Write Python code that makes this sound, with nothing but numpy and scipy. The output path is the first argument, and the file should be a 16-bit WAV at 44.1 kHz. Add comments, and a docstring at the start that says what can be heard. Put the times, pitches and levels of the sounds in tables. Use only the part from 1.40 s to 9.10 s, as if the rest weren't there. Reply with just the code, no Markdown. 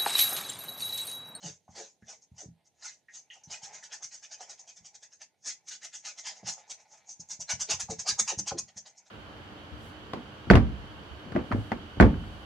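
"""Dry brush strokes hiss back and forth from the start: a stiff paintbrush scrubs a stretched canvas.
The bristles make many tiny clicks as they slip over the threads; the cloth rasps, drones and sings a note.
Rough pushes make the cloth buzz, soft ones boom like a slack drum, and the landing brush ticks.
A close echo and the short tail of a small, quiet studio colour it all, over faint room tone."""
import sys
import numpy as np
from scipy import signal
from scipy.fft import rfft, irfft
from scipy.io import wavfile
from scipy.ndimage import uniform_filter1d, map_coordinates

SR = 44100
rng = np.random.default_rng(int(sys.argv[2]) if len(sys.argv) > 2 else 0)


def transcribe(signal):
    """Save signal, clipped to [-1, 1], as a 16-bit WAV file at the path in sys.argv[1]."""
    frames = np.atleast_2d(signal).T
    limited = np.clip(frames, -1, 1)
    pcm = np.round(limited * 32767).astype(np.int16)
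    wavfile.write(sys.argv[1], SR, pcm)


N = 339570
TIME = np.arange(N) / SR
FREQ = np.maximum(np.arange(N // 2 + 1) * SR / N, 1)  # Hz

# brush strokes, before the room:
# fastest_s (fastest moment), hiss_db, length_s, rasp_db (beside the hiss)
STROKES = [(0.061, -43, 0.08, -7), (0.391, -45.5, 0.1, -6), (0.706, -47.5, 0.063, -7),
           (0.828, -63.5, 0.018, -19), (1.003, -46.5, 0.056, -13), (1.264, -73.5, 0.015, -7),
           (1.461, -44, 0.082, -5.5), (1.761, -46.5, 0.057, -11.5), (1.948, -55, 0.045, -12),
           (2.128, -40, 0.057, -6.5), (2.248, -42, 0.055, -12.5), (2.355, -47.5, 0.056, -10.5),
           (2.444, -43.5, 0.036, -8.5), (2.539, -41.5, 0.05, -4.5), (2.643, -41, 0.048, -13.5),
           (2.742, -46, 0.058, -9.5), (2.84, -47.5, 0.043, -7), (2.93, -45.5, 0.043, -7),
           (3.023, -46.5, 0.051, -5.5), (3.109, -45, 0.044, -10), (3.202, -50, 0.031, -15),
           (3.292, -49, 0.044, -8.5), (3.373, -52.0, 0.032, -12.5), (3.464, -49.5, 0.039, -11.5),
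           (3.556, -49.5, 0.028, -10), (3.638, -50, 0.031, -5), (3.734, -54.5, 0.029, -8),
           (3.823, -47, 0.029, -6.5), (4.081, -34, 0.059, -11.0), (4.291, -40, 0.039, -14),
           (4.327, -39.5, 0.046, -7), (4.447, -42.5, 0.048, -4.5), (4.553, -42, 0.048, -11),
           (4.671, -40, 0.057, -4), (4.793, -43.5, 0.042, -8), (4.876, -37.5, 0.062, -4.5),
           (4.966, -51.5, 0.042, -11), (5.093, -33.5, 0.059, -9), (5.189, -58, 0.036, -6),
           (5.312, -39.5, 0.037, -13.5), (5.407, -58.5, 0.027, -7.5), (5.531, -56.5, 0.057, -8.5),
           (5.704, -44.5, 0.05, -23), (5.807, -43.5, 0.021, -28), (5.918, -36.5, 0.044, -15),
           (6.012, -36.5, 0.029, -17.5), (6.11, -29, 0.041, -6.5), (6.216, -31, 0.042, -13),
           (6.316, -26.5, 0.047, -7.5), (6.41, -30, 0.034, -12.5), (6.514, -35.5, 0.036, -10.5),
           (6.603, -34.5, 0.031, -13.5), (6.693, -27, 0.048, -8.0), (6.8, -23.5, 0.028, -13.5),
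           (6.894, -31.0, 0.047, -6.5), (6.994, -29.5, 0.021, -19), (7.083, -33.5, 0.036, -4.5),
           (7.19, -29.5, 0.021, -16.5), (7.29, -56, 0.023, -2.5), (7.38, -39, 0.027, -18.0),
           (7.476, -51, 0.033, -4.5), (7.584, -54, 0.024, -23), (7.67, -65.5, 0.022, 1)]
# drum modes of the whole canvas: pitch_hz, width_hz, level_db (relative)
DRUM = [(58, 16, -30), (90.6, 7.1, -2), (122.7, 34, 12.5), (165.7, 9.4, 3.5), (218, 7, -6.5)]


def undb(db):
    """Decibels to gain."""
    return 10 ** (np.asarray(db) / 20)


def unit(x):
    """Scale to rms 1."""
    return x / np.sqrt(np.mean(x ** 2))


def colour(x, points):
    """Filter by an outline of (pitch_hz, gain_db) points, joined on a log pitch scale."""
    hz, db = np.transpose(points)
    gain = undb(np.interp(np.log(FREQ), np.log(hz), db))
    return irfft(rfft(x) * gain, N)


def resonance(hz, width_hz):
    """Frequency response of one mode, a pitch at which a thing rings; gain 1 at its centre."""
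    return 1 / (1 + 1j * (FREQ ** 2 - hz ** 2) / (FREQ * width_hz))


def ringing(modes):
    """How a body with these (pitch_hz, width_hz, level_db) modes answers a single tap."""
    response = sum(undb(db) * resonance(hz, width) for hz, width, db in modes)
    return irfft(response, N)[:SR // 5]


def walk(rate):
    """Random wander around 0: straight lines between `rate` random points a second."""
    knots = rng.standard_normal(N // 8)
    return 1.03 * np.interp(TIME * rate, np.arange(len(knots)), knots)


def slips(rate, spread_db):
    """Tiny clicks of unequal size, about `rate` a second: single bristles slipping off threads."""
    hit = rng.random(N) < rate / SR
    sign = rng.choice([-1, 1], N)
    size = undb(spread_db * rng.standard_normal(N))
    return hit * sign * size / np.sqrt(rate)


def patchy(x, depth_db, rate, count):
    """The contact point moves over the cloth, so each narrow band swells and fades by itself."""
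    hz, s, cells = signal.stft(x, SR, nperseg=512)
    band = np.interp(np.log(hz + 1), np.log([400, 12000]), [0, count - 1])
    chance = rng.standard_normal((count, 1024))
    wander = map_coordinates(chance, np.meshgrid(band, s * rate, indexing="ij"), order=1)
    _, uneven = signal.istft(cells * undb(1.45 * depth_db * wander), SR)
    return unit(uneven[:N])


def add(track, s, sound):
    """Mix a short sound in at time s."""
    start = max(int(s * SR), 0)
    track[start:start + len(sound)] += sound[:N - start]


def swell(levels_db, lead_s, fall_shape, rise_shape=1.9, stagger_s=0, stretch=1):
    """Loudness of all strokes: bent bristles cling, break free, speed up and trail off."""
    rise_share = .45  # part of a stroke spent speeding up
    # bristles cling until this share of the length before the fastest moment, quieter by cling_db
    cling_share, cling_db, let_go_s = 0.39, -7, 0.00299
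    power = np.zeros(N)
    leads = lead_s + stagger_s * rng.standard_normal(len(STROKES))
    for (s, _, length, _), db, lead in zip(STROKES, levels_db, leads):
        near = slice(max(int((s - .25) * SR), 0), int((s + .25) * SR))
        u = (TIME[near] - s + lead) / (length * stretch)  # 0 at the loudest moment
        rise = np.abs(u / rise_share) ** rise_shape
        fall = np.abs(u / (1 - rise_share)) ** fall_shape
        slope = np.where(u < 0, rise, fall)
        clinging = .5 - .5 * np.tanh((u + cling_share) * length / let_go_s)
        power[near] += (undb(db + cling_db * clinging) * np.exp(-slope)) ** 2
    return np.sqrt(power)


def slack():
    """Cloth slack in the middle moves more than cloth taut near the frame: gain for its own sounds."""
    # freedom of the spot under the brush to vibrate: time_s, gain_db
    freedom = [(0, -1.5), (1.05, 5), (1.5, -11), (2.2, 4), (2.75, -7), (3.05, 5.5), (3.7, -2),
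               (4.25, -11.5), (4.8, -1.5), (5.6, 2), (6.4, 0), (7.7, 4)]
    return undb(np.interp(TIME, *np.transpose(freedom)))


def scrubbing(fizz_db=-13, fizz_growth=1.377, ragged_db=2.5):
    """Bristles hiss, brightest at full speed; the cloth rasps and drones slightly earlier, as they bite."""
    # colours of the four layers, relative: pitch_hz, gain_db
    hiss_colour = [(2500, -30), (3700, -23), (4800, -8), (5800, 1), (6500, 4), (7300, -5.5), (8300, -16.5),
                   (9500, -36), (12200, -54), (15000, -76)]
    fizz_colour = [(4000, -12), (6500, -11.5), (7600, 3), (9000, -2.5), (10500, -13.5), (12500, -27.5),
                   (15000, -43)]
    rasp_colour = [(700, -53), (1150, -9.5), (1550, 1.5), (2300, 1), (3000, -0.5), (3800, 0), (5000, 3.5),
                   (8000, -28), (15000, -63)]
    drone_colour = [(100, -35), (300, -25), (450, -12), (600, -8), (730, -1.5), (880, 0), (1100, -11),
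                    (1300, -13), (1800, -31), (12000, -75)]
    _, hiss_db, _, rasp_db = np.transpose(STROKES)
    force_db = hiss_db - np.median(hiss_db)

    # bristle tips graze the cloth before and after each stroke; harder strokes graze a little louder
    graze = swell(-63 + .2 * force_db, lead_s=0, fall_shape=5.1, stretch=2.42)
    ragged_graze = graze * undb(ragged_db * walk(45))
    speed = np.hypot(swell(hiss_db, lead_s=0, fall_shape=1.3), ragged_graze)
    relative_speed = speed / speed.max()
    rate = 2500 + 24000 * np.sqrt(relative_speed)  # a faster brush crosses more threads

    # bristles catch and let go in bunches
    tufts = undb(1.2 * walk(350) + 1.1 * walk(80))
    hiss = patchy(colour(slips(rate, spread_db=2.5), hiss_colour), depth_db=2, rate=40, count=44)
    fizz = patchy(colour(slips(rate / 2, spread_db=4.5), fizz_colour), depth_db=2.5, rate=42, count=40)
    rasp = patchy(colour(slips(rate / 2, spread_db=3.0), rasp_colour), depth_db=4.5, rate=35, count=40)
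    drone = patchy(colour(slips(rate / 2, spread_db=0.5), drone_colour), depth_db=4.5, rate=26, count=14)

    fizz_level = undb(fizz_db) * speed.max() * relative_speed ** fizz_growth
    # stagger_s scatters the moment at which the cloth catches
    rasp_level = swell(hiss_db + rasp_db, lead_s=0.0022, fall_shape=1.8, stagger_s=.004, stretch=1.095)
    drone_db = rasp_db - 9 + 0.048 * force_db  # below the rasp, less so in hard strokes
    drone_level = swell(hiss_db + drone_db, lead_s=0.0037, fall_shape=1.64, stagger_s=.003, stretch=1.14)
    bristles = speed * hiss + fizz_level * fizz
    cloth = rasp_level * rasp + slack() * drone_level * drone
    return undb(0.5) * tufts * (bristles + cloth)


def weave(smear_hz=110, lead_s=0.00304):
    """Threads crossing the bristles sing a coarse note that rises and falls with each stroke."""
    top_hz, pitch_growth, note_db = 1321, .2, -12.5  # at top speed; power law; beside the rasp
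    _, hiss_db, _, rasp_db = np.transpose(STROKES)
    speed = swell(hiss_db, lead_s=lead_s, fall_shape=1.7) + undb(-70)
    hz = top_hz * (speed / speed.max()) ** pitch_growth
    turn = 2 * np.pi * np.cumsum(hz) / SR
    # random weights blur the pitch
    note = unit(walk(2 * smear_hz) * np.cos(turn) + walk(2 * smear_hz) * np.sin(turn))
    level = swell(hiss_db + rasp_db + note_db, lead_s=lead_s, fall_shape=1.07, stretch=1.16)
    return note * slack() * level


def rumble(db=-27, lag_s=0.017):
    """Hard scrubbing keeps the whole canvas trembling, slightly behind the strokes."""
    tremble = unit(signal.fftconvolve(rng.standard_normal(N), ringing(DRUM))[:N])
    effort = swell(np.transpose(STROKES)[1], lead_s=-lag_s, fall_shape=0.46)
    return undb(db) * slack() * tremble * effort * np.sqrt(effort / effort.max())


def drag(trim_db=-6):
    """Bristles dragging lightly on the cloth make a faint, crackly rustle that comes and goes."""
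    # level before the trim and the random wander: time_s, level_db
    drag_levels = [(0, -78), (1.85, -74.5), (2.3, -50.5), (2.75, -79), (3.1, -57), (3.3, -67.5), (4.0, -76),
                   (4.65, -73), (4.9, -59), (5.55, -57.5), (5.8, -67), (7.7, -66)]
    # colour of the rustle, relative: pitch_hz, gain_db
    rustle_colour = [(60, -35), (165, -17), (280, -29), (540, -11), (650, -7), (740, -1), (870, -.5),
                     (1150, -20), (1600, -15), (2250, -10), (3000, -23), (4600, -19), (9000, -44),
                     (15000, -62)]
    grip_db = 3 * walk(30)
    crackle = slips(1600, spread_db=4)
    rustle = patchy(colour(crackle, rustle_colour), depth_db=2.5, rate=16, count=24)
    level_db = np.interp(TIME, *np.transpose(drag_levels))
    return undb(level_db + grip_db + trim_db) * rustle


def room_tone(db=-82):
    """The still air of the studio: coloured noise, its level slowly wandering in decibels."""
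    # colour of the air, relative: pitch_hz, gain_db
    air_colour = [(25, -37), (70, 2.5), (160, 6.5), (300, 1), (750, 0), (1200, -22), (2000, -13),
                  (4000, -8.5), (6300, -23), (9000, -14.5), (15000, -27)]
    mid, side = (unit(colour(rng.standard_normal(N), air_colour)) for _ in range(2))
    return undb(db + walk(1.7)) * np.array([mid + 0.1 * side, mid - 1.3 * side])


def judders(jitter=0.19, sharpness=0.17):
    """The pressed brush sticks and slips; its uneven, gliding pushes ring the cloth around it."""
    # buzzes, loudest moment before the room: middle_s, level_db, pitch_hz (at the middle),
    # half_length_s, glide (fall of log pitch per half length)
    buzzes = [(0.049, -44.5, 174.7, .013, .1), (0.066, -49, 483.7, .03, .15), (0.407, -45.5, 449, .03, .1),
              (1.038, -54, 402.5, .028, .45), (1.97, -59, 778, .018, .02), (2.623, -57.5, 958, .018, -.25),
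              (3.012, -45, 747.6, .018, .06), (3.42, -65.5, 148, .026, 0.15),
              (5.054, -48.5, 122.3, .02, .15), (5.082, -46.5, 828, .012, .1), (5.183, -54, 831, .017, .15),
              (6.298, -45, 389, .016, .15), (6.516, -40, 429.3, .02, .5), (6.931, -41.5, 425.2, .02, .45),
              (7.015, -45.5, 197.7, .022, .05), (7.122, -33.5, 602.5, .01, .6),
              (7.159, -38.5, 341.3, .026, .02)]
    # modes of the cloth around the brush: pitch_hz, width_hz, level_db (relative)
    canvas_modes = [(166, 30, 5.5), (193, 94, -10), (327, 59, 3), (439.3, 24, 2.5), (544, 27, 5),
                    (724, 48, 9), (1220, 280, -9)]
    body = ringing(canvas_modes)
    out = np.zeros(N)
    for s, db, hz, half, glide in buzzes:
        u = np.arange(-2 * half, 2 * half, 1 / SR) / half
        size, stretch = rng.standard_normal((2, 256))
        cycles = np.cumsum(hz * np.exp(-glide * u)) / SR
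        cycles = cycles + jitter * np.interp(cycles, np.arange(len(stretch)), stretch)
        pressure = np.interp(cycles, np.arange(len(size)), undb(6.3 * size))
        slip = np.gradient(np.exp(sharpness * np.cos(2 * np.pi * cycles)))
        push = slip * pressure * np.exp(-u ** 2)
        buzz = signal.fftconvolve(push, body)
        loudest = np.sqrt(uniform_filter1d(buzz ** 2, size=660).max())  # rms over 15 ms
        add(out, s - 2 * half, buzz / loudest * undb(db))
    return out


def thumps(spot_db=2.0):
    """A soft push rings the canvas like a slack drum; each spot favours other modes."""
    # bumps as the brush lands or turns, before the room: start_s, peak_db, push_s (length of the push)
    bumps = [(0.1, -49, 0.0047), (0.29, -45.5, 0.0031), (0.624, -45.5, 0.0019), (0.915, -44, 0.0055),
             (1.058, -40, .0024), (1.084, -40.5, 0.0034), (2.072, -48.5, 0.0037), (2.092, -53, 0.0037),
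             (2.228, -55, 0.005), (3.406, -60, 0.0095), (5.041, -56, 0.01), (5.795, -47, 0.0017),
             (5.991, -47, 0.0027), (6.133, -36, 0.0059), (6.336, -39.5, 0.0076), (6.43, -43, 0.0068),
             (6.493, -31, 0.0051), (6.582, -44, 0.0053), (6.72, -42, 0.0076), (6.973, -34.5, .0058),
             (7.118, -33.5, 0.0025), (7.226, -48, 0.0043), (7.361, -49, 0.0032)]
    out = np.zeros(N)
    age = TIME[:SR // 4]
    hz, width, mode_db = np.transpose(DRUM)
    fade = np.exp(-np.pi * width[:, None] * age)
    modes = fade * np.cos(2 * np.pi * hz[:, None] * age)
    for s, db, length in bumps:
        push = np.sin(np.pi * np.minimum(age / length, 1)) ** 2
        spot_gains = undb(mode_db + spot_db * rng.standard_normal(len(hz)))
        boom = signal.fftconvolve(push, spot_gains @ modes)
        add(out, s, boom / np.abs(boom).max() * undb(db))
    return out


def ticks():
    """Each landing rings briefly in the brush and the cloth: a narrow band of noise that dies away."""
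    # landings: start_s, level_db (before the fades and the room), pitch_hz, t60_s (time to fall 60 dB)
    landings = [(.279, -50.5, 766, 0.13), (.622, -56.5, 1750, 0.08), (1.684, -48, 1890, 0.13),
                (1.901, -48, 2910, 0.24), (1.904, -52, 1980, 0.13), (2.035, -49.5, 6030, 0.15),
                (2.427, -46, 1800, 0.057), (5.029, -49.5, 636, 0.1), (5.888, -43.5, 6650, 0.066)]
    out = np.zeros(N)
    age = TIME[:SR // 4]
    for s, db, hz, t60 in landings:
        # a higher tick rings over a wider band; squaring applies the resonance twice
        band = resonance(hz, 130 + .11 * hz) ** 2
        ring = unit(irfft(rfft(rng.standard_normal(N)) * band, N))[:len(age)]
        fade = np.exp(-np.log(1000) * age / t60)
        onset = 1 - np.exp(-age / 0.001)
        add(out, s, undb(db) * ring * fade * onset)
    return out


def studio(x, echo_s=0.0048, echo_db=-11, wet_db=-10, t60=0.16, gap_s=0.0015):
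    """A close surface repeats the sound; a short tail, changing as the arm moves, spreads the treble."""
    # side of the tail beside its middle: pitch_hz, gain_db
    tail_width = [(100, -16), (500, -0.5), (2000, -4.5), (5000, 1.5), (12000, 9.5)]
    # colour of the tail: fuller bass, a dip near 800 Hz, a lift near 2 kHz: pitch_hz, gain_db
    wall_colour = [(200, 4.5), (800, -4), (2000, 5), (6500, -2), (9000, -2.5), (14000, -1)]
    echo = undb(echo_db) * np.exp(-2j * np.pi * FREQ * echo_s)
    # the echo repeats itself, ever weaker; the square root evens out the added energy
    direct = irfft(rfft(x) * np.sqrt(1 - undb(2 * echo_db)) / (1 - echo), N)
    decay = np.exp(-np.log(1000) * TIME / t60) * (TIME > gap_s)
    tail_level = decay / np.sqrt(np.sum(decay ** 2)) * undb(wet_db)
    angle = 1.31 * walk(6)  # blends two different tails
    out = 0.95 * np.array([direct, direct])
    for share in (np.cos(angle), np.sin(angle)):
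        mid, side = rng.standard_normal((2, N)) * tail_level
        tail = colour(mid + np.array([[1], [-1]]) * colour(side, tail_width), wall_colour)
        out = out + signal.fftconvolve((share * direct)[None], tail[:, :SR // 2], axes=1)[:, :N]
    return out


def scene(pan_db=-.5):
    """All brush sounds, a little right of centre, in the room."""
    brush = scrubbing() + weave() + rumble() + drag() + judders() + thumps() + ticks()
    balance = undb(np.array([[pan_db], [-pan_db]]) / 2)  # left, right
    return studio(brush) * balance + room_tone()


def record(dry):
    """The microphone thins the deep bass below 52 Hz; the recorder cuts the top above 14.7 kHz."""
    thin = signal.sosfilt(signal.butter(3, 52, "highpass", fs=SR, output="sos"), dry)
    return signal.sosfilt(signal.ellip(8, .2, 70, 14700, fs=SR, output="sos"), thin)


dry = scene()
out = record(dry)
transcribe(out)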